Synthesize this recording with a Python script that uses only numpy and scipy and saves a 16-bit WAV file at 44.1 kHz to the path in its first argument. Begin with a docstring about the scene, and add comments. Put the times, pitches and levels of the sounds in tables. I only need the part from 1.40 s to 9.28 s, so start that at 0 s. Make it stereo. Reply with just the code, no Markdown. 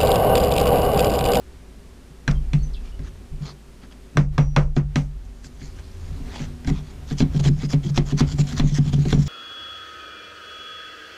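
"""A faint hum, hiss and bench rumble, then slaps: hands pat a board down on damp soil in a shed.
Each blow clacks the board, booms in the wooden workbench and sways its frame. A far bird chirps, and
something small rings after one pat. Then a palm pushes the soil against the upright board, scraping
over the wood between blows. It is all heard through the two microphone ports of a camera that stands
on the bench and turns its gain down after loud blows."""
import sys
import numpy as np
from scipy import signal
from scipy.fft import rfft, irfft, next_fast_len
from scipy.io import wavfile
from scipy.ndimage import uniform_filter1d, minimum_filter1d, map_coordinates

SR = 44100
rng = np.random.default_rng(int(sys.argv[2]) if len(sys.argv) > 2 else 0)


def master(y):
    """Save y as 16-bit WAV."""
    cut = np.clip(np.atleast_2d(y).T, -1, 1)
    pcm = np.round(cut * 32767)  # scale
    wavfile.write(sys.argv[1], SR, pcm.astype(np.int16))


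N = 347508
T = np.arange(N) / SR

# Noise colours. Each row: frequency in Hz, relative level in dB.
AIR_SHARED = [(15, -7), (25, -6), (64, -13.5), (115, -15), (277, -12.5), (301, -26.5), (382, -11),
              (449, -24), (571, -23.5), (636, -26.5), (808, -28.5), (9210, -41), (14900, -51.5)]  # room tone, alike in both ports
AIR_OPPOSED = [(25, -8), (110, -3), (280, -4), (390, -7), (700, -7), (1000, -9), (2000, -19), (4000, -30),
               (5600, -25), (9000, -29), (12000, -35), (15000, -52)]  # room tone, in opposite polarity
SLAP_COLOUR = [(290, -9), (500, 1.5), (1350, -10), (1600, -14), (2220, -13), (4210, -31), (5920, -30.5),
               (10300, -53), (11100, -54), (14900, -73)]
SCRAPE_COLOUR = [(350, 3.5), (600, 2.5), (1420, -1), (2780, -6), (3310, -0.5), (3780, -4.5), (4210, -2.5),
                 (6930, -1), (8360, -17.5), (12700, -25), (14900, -69)]
# The hum. Each row: frequency in Hz, relative level in dB.
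HUM_TONES = [(53.8, -43), (275, -82), (387.6, -67)]
# Weight shifting on the bench. Each row: time in seconds, frame rumble in dB, top rumble in dB.
LEANING = [(0.0, -40.5, -63.5), (0.75, -55.5, -70), (1.0, -56, -42.5), (1.299, -41, -44), (1.9, -44, -52.5),
           (2.6, -89, -70), (2.95, -19.5, -43), (3.2, -73, -31), (3.6, -25, -57), (3.9, -43, -38.5),
           (4.35, -35, -61), (4.869, -34.5, -34.5), (5.4, -42.5, -41.5), (5.9, -26, -39.5),
           (6.3, -41.5, -44), (7.2, -28, -35.5), (7.88, -25.5, -34)]
# Wood resonances. Each row: frequency in Hz, relative level in dB, time to fall 60 dB in seconds.
TOP_MODES = [(144.15, 5, 0.33), (150.7, 3.5, 0.25), (189.2, -1.5, 0.21)]  # bench top, with a close pair that beats
PLANK_MODES = [(240.4, 4.5, 0.1), (269.4, -4, 0.2), (342.4, -7, 0.15), (395.3, -10.5, 0.14),
               (448.4, -13.5, 0.1), (565, -17.5, 0.1), (733.4, -14, 0.055)]  # board and planks
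FRAME_MODES = [(27.12, -1, 1.54), (46.4, -4.5, 1.7), (55.57, -6.5, 1.05), (67.9, -5, 0.53),
               (83.3, -4.5, 0.28)]
THIN_BOARD_MODES = [(1156, 10.5, 0.0093), (1575, 6.5, 0.029), (2227, -7, 0.017), (3213, -7, 0.019),
                    (3447, -5.5, 0.024), (3944, -5, 0.011), (4080, -7.5, 0.036), (4410, -32.5, 0.019),
                    (5660, -11.5, 0.044), (6650, -18.5, .015)]
# The board is shifted, lifted and set down.
# Each row: start in seconds, level in dB, slap and sway trims in dB.
BOARD_NUDGES = [(.696, -41, -31, -21), (1.592, -31, -14.5, 8), (1.916, -33, -37, 9.5),
                (2.006, -23.5, -56, -40), (2.436, -59, 4.5, -5), (2.752, -21.5, -35, -27),
                (4.044, -42.5, -1, 11), (4.215, -37, -7, -10), (4.388, -46.5, 3, 10),
                (4.705, -31, -23.5, -2), (4.8, -29.5, -33, 7.5), (5.002, -24.5, -16, 0),
                (5.247, -30.5, -7, -3), (5.274, -25.5, -3, 16.5), (5.299, -13.5, -20, -20)]
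# The flat board is patted down. Each row: start in seconds, level in dB, slap, knock and sway trims
# in dB, clack emphasis in Hz, tilt in dB per octave.
BOARD_PATS = [(0.878, -13, -3.5, -4.5, -1, 1450, 2), (1.133, -12.5, -13.5, -6.5, -3, 2800, 6),
              (2.771, 0, -3.5, 2, -8, 1484, 1), (2.98, -1, -5, 2.2, -4, 900, 0.2),
              (3.163, -2, 1.5, 2.5, -4.5, 1370, -1.2), (3.365, -5, -9, 3.5, -5.5, 1360, -0.5),
              (3.558, -9.5, -0.5, 6, -14, 503, 4.5)]
# The palm pushes soil against the upright board. Each row: start in seconds, level and slap trim in dB.
SOIL_PUSHES = [(5.71, -21, -13), (5.804, -8.5, -11), (5.822, -9.5, -16.5), (5.946, -10, -30),
               (5.995, -12.5, -21.5), (6.052, -11, -16.5), (6.089, -11.5, -28), (6.168, -21.5, -37),
               (6.231, -19, -19.5), (6.333, -11, -16.5), (6.447, -15, -41), (6.496, -19, -40),
               (6.576, -6.5, -10.5), (6.723, -12, -23), (6.806, -13, -4.5), (6.929, -19, -26),
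               (6.985, -9.5, -26), (7.129, -25.5, -18), (7.197, -8.5, -4), (7.238, -5, -39.5),
               (7.315, -10.5, -34), (7.384, -6, -24.5), (7.459, -11.5, -40), (7.531, -8.5, -22.5),
               (7.58, -11, -29.5), (7.653, -11, -17), (7.727, -1.5, -12.5), (7.775, -2.5, -31)]
# The shed's short tail. Each row: frequency in Hz, time to fall 60 dB in seconds.
SHED_DECAY = [(500, 0.23), (1300, 0.16), (3500, 0.14), (9000, 0.3)]
# Board and fingers scrape. Each row: start in seconds, level in dB, length in seconds, treble in dB.
FINGER_STROKES = [(0.909, -32, 0.0088, -10), (1.414, -49.5, 0.095, -9), (1.628, -42, 0.065, -12),
                  (2.021, -35.5, 0.1, -13.5), (2.422, -40.5, 0.038, -37), (2.511, -38, 0.021, -22),
                  (3.358, -46.5, 0.031, 12), (4.04, -51, 0.039, 10), (4.197, -48, 0.089, -5.5),
                  (4.37, -50.5, 0.033, 3), (4.897, -36.5, 0.16, -9), (5.269, -32.5, 0.036, -4),
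                  (5.321, -35, 0.082, -28), (5.44, -45.5, 0.079, -19)]
# The muddy palm slides over the bench. Each row: start in seconds, level in dB, length in seconds.
PALM_SLIDES = [(5.685, -37, 0.052), (5.782, -29, 0.043), (5.933, -38, 0.049), (5.993, -30, 0.019),
               (6.039, -25.5, 0.051), (6.184, -40, 0.08), (6.299, -30, 0.049), (6.429, -39, 0.043),
               (6.478, -37.5, 0.029), (6.55, -27, 0.04), (6.662, -35, 0.066), (6.779, -23, 0.035),
               (6.875, -36, 0.062), (6.986, -28.5, .035), (7.071, -35, 0.064), (7.169, -29, 0.039),
               (7.258, -32.5, 0.074), (7.343, -24, 0.047), (7.448, -35.5, 0.051), (7.528, -29, 0.019),
               (7.602, -43, 0.044), (7.65, -39, 0.017), (7.685, -27, 0.074), (7.783, -30.5, 0.063),
               (7.861, -23.5, 0.021)]
# Sleeves and loose crumbs. Each row: time in seconds, level in dB.
SLEEVE_RUSTLE = [(3.6, -88), (3.85, -63), (4.46, -57), (4.87, -56.5), (5.72, -66), (6.04, -49.5),
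                 (6.35, -64.5), (7.46, -44), (7.88, -46.5)]
# Chirps. Each row: start and length in seconds, first and last pitch in Hz, relative level in dB.
BIRD_NOTES = [(0.943, 0.047, 3360, 3130, -53), (1.044, .05, 2370, 2270, -62),
              (1.182, 0.066, 4150, 4440, -51.5), (1.227, 0.026, 6270, 5960, -36.5),
              (1.33, 0.056, 5570, 2520, -43.5), (1.464, 0.082, 2400, 2310, -54),
              (1.52, 0.055, 2880, 2950, -56)]
# One thin ping: start in seconds, pitch in Hz, level in dB, time to fall 60 dB in seconds.
SMALL_PING = (2.99, 5800, -38, .7)
# The stereo image. Each row: frequency in Hz, then the value named alongside.
PORT_LAG = [(30, .5), (60, .5), (110, 1.9), (190, 2.1), (300, 2.4), (700, 3.4), (1400, 3.9), (2000, 5.6),
            (2800, 6), (4500, 6.3)]  # left behind right in radians
PORT_BALANCE = [(30, -2.3), (60, -3), (125, -5), (200, -1.5), (400, -.5), (700, 2.5), (1000, -.8),
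                (10000, -.5)]  # left over right in dB
PORT_LIKENESS = [(30, 0.52), (55, 0.72), (145, 0.92), (700, 0.59), (1200, 0.23), (4000, 1), (6500, 0.44),
                 (10000, 0.16)]  # correlation between the two ports, 0 to 1


def amp(db):
    return 10 ** (np.asarray(db) / 20)


def unit(x):
    return x / np.sqrt(np.mean(x ** 2) + 1e-20)


def along(points, hz):
    """Read a curve of (Hz, value) points on a log frequency axis."""
    f, v = np.transpose(points)
    return np.interp(np.log(hz + 1), np.log(f + 1), v)


def filtered(x, response):
    """EQ x with a complex frequency response."""
    m = next_fast_len(x.shape[-1] + 8192)
    return irfft(rfft(x, m) * response(np.fft.rfftfreq(m, 1 / SR)), m)[..., :x.shape[-1]]


def coloured(spectrum, size=N):
    """Two shaped noises: one common to the ports, one for what differs between them."""
    return unit(filtered(rng.standard_normal((2, size)), lambda hz: amp(along(spectrum, hz))))


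def wobble(rate):
    """A smooth random drift, rate knots a second."""
    return map_coordinates(rng.standard_normal(int(N * rate / SR) + 4), [T * rate])


def patchy(x, depth_db):
    """Random gain in patches some hundreds of Hz wide and tens of milliseconds long."""
    z = signal.stft(x, nperseg=256)[2]
    field = uniform_filter1d(rng.standard_normal(z.shape[1:]), size=4, axis=0)
    field = uniform_filter1d(field, size=24, axis=1)
    return signal.istft(z * amp(depth_db * unit(field)), nperseg=256)[1][:, :N]


def ring(modes, t, attack_s, scatter_db):
    """Damped modes, struck a little differently each time; random phases in row two give width."""
    out = 0
    for hz, db, t60 in modes:
        decay = amp(db + rng.normal(0, scatter_db) - 60 * t / t60)
        out += decay * np.sin(2 * np.pi * hz * t + [[0], [rng.uniform(0, 2 * np.pi)]])
    return out * (1 - np.exp(-t / attack_s))


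def ports(pair):
    """Two microphone ports in one case share part of the sound; the left lags and differs in level."""
    def blend(hz):
        turn = np.arccos(np.clip(along(PORT_LIKENESS, hz), 0, 1)) / 2
        return np.array([np.cos(turn), np.sin(turn)])

    def pan(hz):
        half_db = along(PORT_BALANCE, hz) / 2
        return np.array([amp(half_db) * np.exp(-1j * along(PORT_LAG, hz)), amp(-half_db)])

    common, own = filtered(pair, blend)
    return filtered(np.array([common + own, common - own]), pan)


def room_tone():
    """Room air and microphone hiss, with a faint, slightly unsteady hum."""
    mid = amp(-47) * coloured(AIR_SHARED)[0]
    side = amp(-49) * coloured(AIR_OPPOSED)[0]
    hum = 0
    for hz, db in HUM_TONES:
        level = amp(db + 1.5 + 0.41 * wobble(4.23))
        phase = 2 * np.pi * hz * T + 0.51 * wobble(3.9)
        hum += level * np.sin(phase - [[0], [np.pi / 2]])
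    return np.array([mid + side, mid - side]) + ports(hum)


def bench_rumble():
    """Leaning and shifting shake the bench's resonances with noise."""
    def shaken(modes, width):
        def resonances(f):
            return sum(amp(db) * 1j * f * width / t60 / (hz * hz - f * f + 1j * f * width / t60)
                       for hz, db, t60 in modes)
        return unit(filtered(rng.standard_normal((2, N)), resonances))

    s, frame_db, top_db = np.transpose(LEANING)
    frame = amp(np.interp(T, s, frame_db) + 1.55 * wobble(7.4)) * shaken(FRAME_MODES, width=0.89)
    top = amp(np.interp(T, s, top_db) + 1.8 * wobble(25)) * shaken(TOP_MODES + PLANK_MODES, width=0.44)
    return frame + top


def slap(db, clack_hz, tilt_db):
    """The board clacks, most in the modes near where the hand lands; the shed's tail dies band by band."""
    def tone_db(hz):
        emphasis = 8 * np.exp(-(np.log(hz / clack_hz + .01) / .2) ** 2)
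        return tilt_db * np.log2(hz / 2000 + .1) + emphasis

    t = np.arange(SR // 2) / SR
    modes = [(hz, level + tone_db(hz), t60) for hz, level, t60 in THIN_BOARD_MODES]
    clack = ring(modes, t, attack_s=.0004, scatter_db=2.5)
    hz, age, noise = signal.stft(coloured(SLAP_COLOUR, size=len(t)), SR, nperseg=128)
    direct = amp(-1.5 - 60 * age / 0.0096)
    shed = amp(-8 - 60 * age / along(SHED_DECAY, hz)[:, None])
    bands = noise * (direct + shed) * amp(0.72 * tone_db(hz))[:, None]
    smack = signal.istft(bands, SR, nperseg=128)[1][:, :len(t)]
    # wet skin lets go with a bright tick
    tick = np.gradient(smack, axis=1) * amp(-60 * t / .007) * (1 - np.exp(-t / .0003))
    return amp(db) * (amp(-13) * clack + (1 - np.exp(-t / 0.00059)) * smack + amp(13) * tick)


def blows():
    """Nudges, pats and pushes: soft flesh drives the low modes over milliseconds; the slap is sudden."""
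    out = np.zeros((2, N + 2 * SR))
    t = np.arange(SR + SR // 2) / SR
    held = amp(-60 * t / 0.5)  # leaning hands damp the frame

    def strike(s, db, slap_db, knock_db, sway_db, clack_hz, tilt_db, damping=1):
        knock = amp(knock_db) * ring(PLANK_MODES, t, attack_s=0.0029, scatter_db=3.34)
        boom = amp(3.5) * ring(TOP_MODES, t, attack_s=0.018, scatter_db=0.52)
        sway = amp(sway_db) * damping * ring(FRAME_MODES, t, attack_s=0.01, scatter_db=2.6)
        start = round(s * SR)
        out[:, start:start + len(t)] += amp(db) * (boom + knock + sway)
        out[:, start:start + SR // 2] += slap(db + slap_db + 4.5, clack_hz, tilt_db)

    def knock_for(slap_db):
        return 8 + 0.4 * slap_db  # the planks follow the slap

    for pat in BOARD_PATS:
        strike(*pat)
    for s, db, slap_db in SOIL_PUSHES:
        sway_db = 2.5 + 0.39 * slap_db  # a harder push sways more
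        strike(s, db, slap_db, knock_for(slap_db), sway_db, clack_hz=3670, tilt_db=1.5, damping=held)
    for s, db, slap_db, sway_db in BOARD_NUDGES:
        strike(s, db, slap_db, knock_for(slap_db), sway_db, clack_hz=1940, tilt_db=5, damping=held)
    return out[:, :N]


def scraping():
    """Grit rolls under the hand: grainy noise swells and fades with each stroke, over a soft rustle."""
    crest, slide_treble_db = .65, -3  # a stroke peaks at this share of its length
    grit = amp(np.minimum(2.8 * wobble(1500) + 1.8 * wobble(350) + 1.2 * wobble(70), 8))
    bright = unit(grit * patchy(coloured(SCRAPE_COLOUR), depth_db=3.5))
    dull = filtered(bright, lambda hz: 1 / (1 + (hz / 2500) ** 2))
    treble = bright - dull
    slides = [(*slide, slide_treble_db) for slide in PALM_SLIDES]
    out = amp(np.interp(T, *np.transpose(SLEEVE_RUSTLE), left=-90)) * bright
    for s, db, length, treble_db in FINGER_STROKES + slides:
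        near = slice(max(0, round((s - 2 * length) * SR)), round((s + 3 * length) * SR))
        past_crest = (T[near] - s) / length - crest
        away = np.where(past_crest < 0, -past_crest / crest, past_crest / (1 - crest))
        swell = amp(db - 8.26 * away ** 3.2)
        out[:, near] += swell * (dull[:, near] + amp(treble_db) * treble[:, near])
    return out


def far_bird():
    """Fluttering whistles that glide quickly to their last pitch, blurred by distance."""
    song = np.zeros(N)
    for s, length, from_hz, to_hz, db in BIRD_NOTES:
        u = np.arange(round(length * SR)) / (length * SR)
        hz = to_hz + (from_hz - to_hz) * np.exp(-5 * u)
        envelope = amp(db + 2) * np.sin(np.pi * u ** 0.22)
        song[round(s * SR):][:len(u)] += envelope * np.sin(2 * np.pi * np.cumsum(hz) / SR)
    song *= amp(4.5 * wobble(180) - 3)
    blur = rng.standard_normal((2, SR // 10)) * amp(-60 * np.arange(SR // 10) / SR / 0.16)
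    return signal.fftconvolve(song[None], blur / np.linalg.norm(blur[0]), axes=1)[:, :N]


def ping():
    """Something small rings thinly in a single mode after one pat."""
    s, *mode = SMALL_PING
    t = np.arange(SR + SR // 2) / SR
    out = np.zeros((2, N))
    out[0, round(s * SR):][:len(t)] = ring([mode], t, attack_s=0.0086, scatter_db=0.87)[0]
    return out


def scene():
    """The bench work and the bird reach both ports, over a bed of room tone."""
    return ports(blows() + ping() + scraping() + bench_rumble() + far_bird()) + room_tone()


def record(dry):
    """A look-ahead limiter ducks the peaks and lets the gain creep back; then a steep high cut."""
    ceiling, release_db_per_s, window_samples, high_cut_hz = .95, 9, 265, 15070
    over_db = np.maximum(20 * np.log10(np.max(np.abs(dry), 0) / ceiling + 1e-9), 0)
    regained_db = release_db_per_s * T
    duck_db = np.maximum.accumulate(over_db + regained_db) - regained_db
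    gain_db = uniform_filter1d(minimum_filter1d(-duck_db, window_samples), window_samples)
    return filtered(dry * amp(gain_db), lambda hz: hz < high_cut_hz)


dry = scene()
out = record(dry)
master(out)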